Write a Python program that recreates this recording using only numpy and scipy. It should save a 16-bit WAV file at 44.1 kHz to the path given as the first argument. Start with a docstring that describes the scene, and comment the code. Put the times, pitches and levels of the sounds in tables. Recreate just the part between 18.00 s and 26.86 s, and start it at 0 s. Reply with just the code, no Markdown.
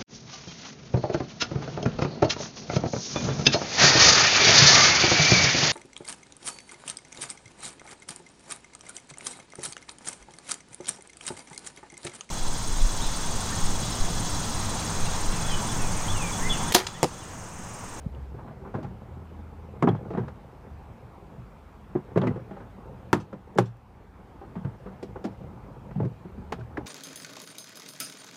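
"""A plastic trim panel is pried off a truck door by two hands, outdoors and close by.
Clips snap free and the panel knocks on the hollow door, exciting its damped modes; short bright
rings and ticks sound, some with the knocks. Between pulls, stick-slip friction makes the panel creak.
Far traffic hums behind, a wall reflects the sharpest snaps, and gain control ducks after them."""
import sys
import numpy as np
from scipy import signal
from scipy.fft import rfft, irfft
from scipy.io import wavfile
from scipy.ndimage import uniform_filter1d

SR = 44100
rng = np.random.default_rng(int(sys.argv[2]) if len(sys.argv) > 2 else 0)


def bounce(signal):
    """Save signal as a 16-bit WAV file at the path given by the first command-line argument."""
    frames = np.transpose(np.atleast_2d(signal))
    limited = np.clip(frames, -1, 1)
    pcm = np.round(limited * 32767).astype(np.int16)
    wavfile.write(sys.argv[1], SR, pcm)


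N = 390726


def gain_of(db):
    """Amplitude ratio of a level in dB."""
    return 10 ** (np.asarray(db) / 20)


def unit_rms(x):
    """Normalisation to unit mean power."""
    return x / np.sqrt(np.mean(x ** 2) + 1e-20)


def over_frequency(points, hz):
    """Interpolation on a logarithmic frequency axis."""
    f, value = np.transpose(points)
    return np.interp(np.log(hz + 1), np.log(f + 1), value)


def over_time(rows, column):
    """Linear interpolation of one column at every sample."""
    rows = np.array(rows)
    return np.interp(np.arange(N) / SR, rows[:, 0], rows[:, column])


def add(mix, start_s, sound):
    """Superposition of a sound on the mix."""
    part = mix[round(start_s * SR):][:len(sound)]
    part += sound[:len(part)]


def band(x, low_hz, high_hz):
    """Causal band-pass filtering."""
    return signal.sosfilt(signal.butter(2, [low_hz, high_hz], "band", fs=SR, output="sos"), x)


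def minimum_phase(db):
    """Folding the cepstrum gives causal filters with the given magnitudes."""
    cepstrum = irfft(db * np.log(10) / 20)
    half = cepstrum.shape[1] // 2
    cepstrum[:, 1:half] *= 2
    cepstrum[:, half + 1:] = 0
    return np.exp(rfft(cepstrum))


def wavering(hz, width_hz, steady):
    """Random amplitude modulation broadens a tone's spectral line."""
    pole = np.exp(-np.pi * width_hz / SR)
    drift = unit_rms(signal.lfilter([1 - pole], [1, -pole], rng.standard_normal(N)))
    phase = 2 * np.pi * np.cumsum(hz * np.ones(N)) / SR
    return unit_rms((drift + steady) * np.sin(phase))


def traffic():
    """Distant sources superpose: fluctuating broadband noise, an engine drone and a low hum."""
    # noise spectrum: f/Hz, relative density level/dB
    spectrum = [(21, -28.5), (35, -4.5), (60, 1), (141, -4.5), (195, -3.5), (264, -12.5), (430, -13.5),
                (568, -17), (862, -12), (1900, -28), (2130, -28), (4090, -40.5), (9000, -51),
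                (11700, -82.5), (19800, -120)]
    # engine drone: t/s, level/dB, f/Hz
    engine = [(0, -35, 68), (.62, -47, 67), (.75, -51, 76), (1.2, -46, 80), (1.8, -47.5, 80),
              (2.6, -48, 75), (3.4, -56.5, 72), (4.6, -55.5, 76), (5.5, -52.5, 75), (7, -61, 78),
              (8.86, -47.5, 76)]
    # hum: f/Hz, level/dB
    low_tone = (50, -54)
    frames, hz = N // 256 + 5, np.fft.rfftfreq(1024, 1 / SR)
    real, imag, patches = rng.standard_normal((frames, 513, 3)).T
    patches = unit_rms(uniform_filter1d(uniform_filter1d(patches, 10, axis=0), 12, axis=1))
    spectra = (real + 1j * imag) * gain_of(over_frequency(spectrum, hz)[:, None] + 1.7 * patches)
    hiss = signal.istft(spectra, nperseg=1024, noverlap=768)[1][:N]
    drone = gain_of(over_time(engine, 1)) * wavering(over_time(engine, 2), width_hz=7.09, steady=1.85)
    hum = gain_of(low_tone[1]) * wavering(low_tone[0], width_hz=11, steady=1.5)
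    return gain_of(-48.5) * unit_rms(hiss) + drone + hum


def panel_response(contact_s, t60_scale, hardness, size):
    """Modal response, a row per blow: contact chatter drives low modes; dense ones decay as noise."""
    # modes of the panel on the door shell: f/Hz, relative level/dB, T60/s
    modes = [(110.7, -0.5, 0.39), (127.48, -0.5, 0.23), (147.6, 0, 0.23), (190.7, 3, 0.22),
             (234.3, -2, 0.18), (283.05, -4.5, 0.14), (329, -1.5, 0.11), (375.8, 1, 0.12),
             (410.5, -0.5, 0.12), (477, -3.5, 0.12), (547.4, -4.5, 0.061), (640.01, -5, 0.10318),
             (748, -1, 0.015), (811, -3, 0.066)]
    # decay of the overlapping modes: f/Hz, T60/s
    dense_t60 = [(300, 0.23), (1000, 0.1715), (3000, 0.21), (8000, 0.14), (15000, 0.3)]
    # their spectrum: f/Hz, relative level/dB
    dense_db = [(200, -20.5), (500, -4.5), (1200, -4), (2000, -17), (3000, -25), (7000, -36), (11000, -49),
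                (15000, -59)]
    t = np.arange(size) / SR
    hz, db, t60 = np.transpose(modes)
    draws = rng.standard_normal((len(t60_scale), 3 * len(hz) + 2 * size))
    side, place, bend, chatter, hiss = np.split(draws, np.cumsum([len(hz)] * 3 + [size]), axis=1)
    strength = np.sign(side) * gain_of(db + 4.5 * place)  # the point of impact weights the modes
    bent_hz = hz * (1 + 0.044 * bend)  # bending by the pull detunes them
    low = np.array([
        gains @ (gain_of(-60 * t / (scale * t60[:, None])) * np.sin(2 * np.pi * f[:, None] * t))
        for gains, f, scale in zip(strength, bent_hz, t60_scale)])
    rise_s = (0.7 - 0.87 * hardness[:, None]) * contact_s  # soft nudges swell, hard cracks jump
    rise = 1 - np.exp(-t / rise_s)
    chatter = chatter * rise * gain_of(-20 * t / contact_s)
    chatter /= np.linalg.norm(chatter, axis=1, keepdims=True)
    low = signal.fftconvolve(low, chatter, axes=1)[:, :size]
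    f, frame_s, spectra = signal.stft(hiss, SR, nperseg=128)
    decay_db = 60 * frame_s / (over_frequency(dense_t60, f)[:, None] * t60_scale[:, None, None])
    spectra *= gain_of(over_frequency(dense_db, f)[:, None] - decay_db)
    dense = signal.istft(spectra, SR, nperseg=128)[1][:, :size]
    crack = 1 + 7.0 * hardness[:, None] * np.exp(-t / 0.008)  # a hard blow is sharpest at its onset
    return low + 3.5 * crack * rise * dense


def creaks(slips_per_s=280):
    """Stick-slip friction: small random slips of plastic on metal excite the panel."""
    # creak under the straining hands: t/s, level/dB
    strain = [(0.0, -45.5), (0.44, -45.5), (0.79, -44.5), (1.48, -50.5), (2.09, -41), (2.39, -52),
              (3.4, -51.5), (3.72, -70), (4.17, -42.5), (4.44, -43), (4.6, -59), (4.86, -47), (5.33, -44),
              (5.9, -60), (6.32, -50.5), (7.48, -46), (8.64, -51), (8.86, -42)]
    strength = gain_of(4.93 * np.minimum(rng.exponential(1, N), 4))
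    slips = strength * (rng.random(N) < slips_per_s / SR)
    rings = panel_response(contact_s=0.012, t60_scale=np.full(8, 0.6), hardness=np.zeros(8), size=6000)
    place = rng.integers(0, len(rings), N)
    rustle = sum(signal.oaconvolve(slips * (place == k), ring)[:N] for k, ring in enumerate(rings))
    return gain_of(over_time(strain, 1)) * unit_rms(band(rustle, 85, 1500))


def thump():
    """A dull pressure pulse: rarefaction, then compression, with no resonance."""
    # push of air: t/s, level/dB before windowing, f/Hz
    pulse = (.061, -17, 126)
    start_s, db, hz = pulse
    cycles, out = np.arange(0, 1.3, hz / SR), np.zeros(N)
    add(out, start_s, -gain_of(db) * np.sin(2 * np.pi * cycles) * np.hanning(len(cycles)) ** 0.97)
    return out


def bright_rings(mode_split=0.049, rasp_t60=0.02):
    """Short bright rings and ticks: two close damped modes beat, with a brief rasp around them."""
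    # rings and ticks, some sounding with the panel's knocks: t/s, level/dB, f/Hz, T60/s
    ticks = [(0.147, -48, 2926, 0.015), (1.823, -45.5, 6860, 0.045), (1.826, -28, 1630, 0.069),
             (1.874, -23, 1630, 0.047), (1.887, -32.5, 3300, 0.055), (1.889, -55, 8650, 0.0085),
             (4.215, -35, 3360, 0.03445), (4.274, -27, 1990, 0.061), (5.131, -25, 1710, 0.049),
             (5.550, -58, 6700, .03), (6.647, -43, 2460, 0.024), (8.61, -37.5, 1500, 0.02862),
             (8.771, -21, 1620, 0.016)]
    out, t = np.zeros(N), np.arange(4000) / SR
    attack = 1 - np.exp(-t / 0.0027)
    for start_s, db, hz, t60 in ticks:
        noise = band(rng.standard_normal(len(t)), hz / 1.2, hz * 1.2)
        rasp = unit_rms(noise) * gain_of(db + 0.5 - 60 * t / rasp_t60)
        beat = np.cos(np.pi * mode_split * hz * t)
        ring = gain_of(db - 60 * t / t60) * np.sin(2 * np.pi * hz * t) * beat
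        add(out, start_s, (ring + rasp) * attack)
    return out


def knocks(soft_snap_db=-81, hard_snap_db=-17.5):
    """Impact excitation: each blow rings panel and door, with its own smooth spectral envelope."""
    # blows: t/s, level/dB of door boom, panel body, knock and snap, T60 factor before limiting
    blows = [(0.341, -40, -52, -51, -96, 0.75), (0.382, -40.5, -54.5, -38, -96, 1.3),
             (0.475, -46, -61, -43, -75.5, 1.1), (0.648, -45, -44, -41.5, -84.5, 0.802),
             (0.671, -47, -45, -46, -76, 2.4), (0.741, -33, -36.5, -35.5, -64, 1.04),
             (0.749, -28, -39, -35.5, -64.5, 1.2), (0.783, -37, -34, -43, -70.5, 1.8),
             (0.828, -43, -45, -48, -60, 1.4), (0.843, -30.5, -49, -40, -67, 0.79),
             (1.824, -21.5, -23, -22, -47.5, 0.421), (1.837, -20, -20.5, -30.5, -60, 0.88),
             (1.872, -22, -18, -22.5, -58, 0.76), (1.886, -20, -18.5, -33, -57.5, 0.4),
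             (1.909, -23.5, -36, -41.5, -67.5, 1), (1.947, -36, -42, -37.5, -67, 0.7),
             (2.103, -32, -34, -39, -65, 2.309), (2.135, -36.5, -36, -39, -66, 0.886),
             (2.149, -31, -33, -37, -72, 0.94), (2.172, -26.5, -35.5, -34, -62.5, 1.03),
             (2.179, -37, -26, -40.5, -67, 1.06), (2.191, -25.5, -36, -48, -73, 0.6554),
             (2.233, -35, -47, -46.5, -78.5, 1.2), (2.28, -54, -49, -40.5, -61, 0.7365),
             (3.379, -37, -53, -66, -88, 1.166), (3.951, -27, -20.5, -36, -74, 0.79),
             (4.158, -20, -21.5, -31.5, -62, 1.3), (4.174, -19.5, -17.5, -26.5, -49, 0.83),
             (4.215, -27, -29.5, -33, -61.5, 1.9), (4.233, -25, -28.5, -34, -63, 2.496),
             (4.269, -23.5, -24.5, -34, -52.5, 0.98), (4.304, -26.5, -34, -43, -72, 0.4),
             (4.358, -51, -33.5, -42.5, -72, 1.1), (4.508, -39.5, -40, -43.5, -69, 1.5),
             (4.565, -48, -45.5, -45, -73, 2.252), (4.602, -45.5, -48, -47, -72, 1.299),
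             (5.13, -17.5, -18.5, -15, -30, 1.23), (5.327, -38, -32.5, -40, -64, 0.83),
             (5.555, -32, -30.5, -45, -82, 1.1), (5.576, -46, -48, -37, -44, 0.28),
             (5.585, -16.5, -11.5, -15.5, -31, 1.1), (6.412, -53, -42.5, -44.5, -80, 2.451),
             (6.554, -31.5, -38, -43.5, -69, 1.2), (6.647, -22.5, -43.5, -43, -65, 0.83),
             (6.859, -41, -40.5, -44.5, -73, 1.6), (7.027, -39.5, -32, -47.5, -50.5, 0.88),
             (7.157, -65, -36, -39.5, -73, 0.5), (7.241, -51, -30.5, -43.5, -51, 0.96),
             (7.249, -35, -25, -42.5, -49.5, 1), (7.908, -42, -52, -46, -69, 0.82),
             (7.958, -23.5, -42, -46, -73.5, 2.594), (7.999, -23, -27.5, -38, -68, 1.03),
             (8.028, -23.5, -33, -45.5, -71.5, 0.61), (8.048, -26.5, -33.5, -48.5, -62, 0.72),
             (8.247, -41, -42, -60.5, -77, 0.914), (8.376, -35, -44.5, -58, -76, 1.2),
             (8.522, -43, -30, -30, -42.5, 0.79), (8.584, -33, -44.5, -48, -80, 1.3),
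             (8.772, -38.5, -28.5, -37.5, -58.5, 0.728)]
    # boom, body, knock, crack, snap and fizz bands: lower f/Hz, upper f/Hz
    bands = np.array([(80, 260), (260, 600), (600, 1400), (1400, 3000), (3000, 6500), (6500, 15000)])
    # weak radiation below the door's lowest mode: f/Hz, filter level/dB relative to the boom band
    bass_loss = (51, -12)
    times, boom, body, knock, snap, t60_scale = np.transpose(blows)
    hardness = np.clip((snap - soft_snap_db) / (hard_snap_db - soft_snap_db), 0, 1)
    struck = panel_response(0.0056, np.clip(t60_scale, 0.2, 2), hardness, size=8192)
    crack = knock + 0.33 * (snap - knock) - 2.5
    fizz = snap - 15 + 13.5 * hardness
    peak_power = [uniform_filter1d(band(struck, *edges) ** 2, 600, axis=1).max(axis=1)
                  for edges in bands]
    lift_db = np.transpose([boom, body, knock, crack, snap, fizz] - 10 * np.log10(peak_power))
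    centres, hz = np.sqrt(bands.prod(axis=1)), np.fft.rfftfreq(16384, 1 / SR)
    colour_db = np.array([over_frequency([(bass_loss[0], db[0] + bass_loss[1]), *zip(centres, db)], hz)
                          for db in lift_db])
    coloured = irfft(rfft(struck, 16384) * minimum_phase(colour_db))
    out = np.zeros(N)
    for start_s, blow in zip(times, coloured):
        add(out, start_s, blow[:10000])
    return out


def wall_echo(x, smear_t60=0.12):
    """Reflection from a wall returns the treble once, delayed and smeared."""
    # echo: delay t/s, relative level/dB, lower edge f/Hz
    reflection = (0.07, -20.5, 2880)
    delay_s, db, low_hz = reflection
    echo, t = np.zeros(N), np.arange(2600) / SR
    smear = rng.standard_normal(len(t)) * gain_of(-60 * t / smear_t60)
    add(echo, delay_s, signal.oaconvolve(band(x, low_hz, 9000), smear / np.linalg.norm(smear)))
    return gain_of(db) * echo


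def scene():
    """Superposition of near sounds, echo, traffic and microphone self-noise in one channel."""
    near = knocks() + bright_rings() + thump()
    mix = near + wall_echo(near) + creaks() + traffic()
    self_noise = gain_of(-76) * rng.standard_normal(N)
    return (mix + self_noise)[None]


def record(dry):
    """Automatic gain control: gain falls after the hardest snaps and creeps back; band limits follow."""
    threshold_db, attack_s, top_hz = -19.5, 0.044, 15500
    sensed = signal.sosfilt(signal.butter(2, 595, "high", fs=SR, output="sos"), dry[0])
    power_db = 10 * np.log10(abs(uniform_filter1d(sensed ** 2, 200)) + 1e-12)
    fall_db = np.arange(N) * 7.45 / SR  # a held peak sinks 7.45 dB/s
    held_db = np.maximum.accumulate(power_db + fall_db) - fall_db
    over_db = np.maximum(held_db - threshold_db, 0)
    pole = np.exp(-1 / (attack_s * SR))
    ducked = dry / gain_of(0.8 * signal.lfilter([1 - pole], [1, -pole], over_db))
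    # the microphone loses the deepest bass
    ducked = signal.sosfilt(signal.butter(3, 40, "high", fs=SR, output="sos"), ducked)
    low_pass = signal.firwin(511, top_hz, window=("kaiser", 9), fs=SR)
    return signal.oaconvolve(ducked, low_pass[None], "same")


dry = scene()
out = record(dry)
bounce(out)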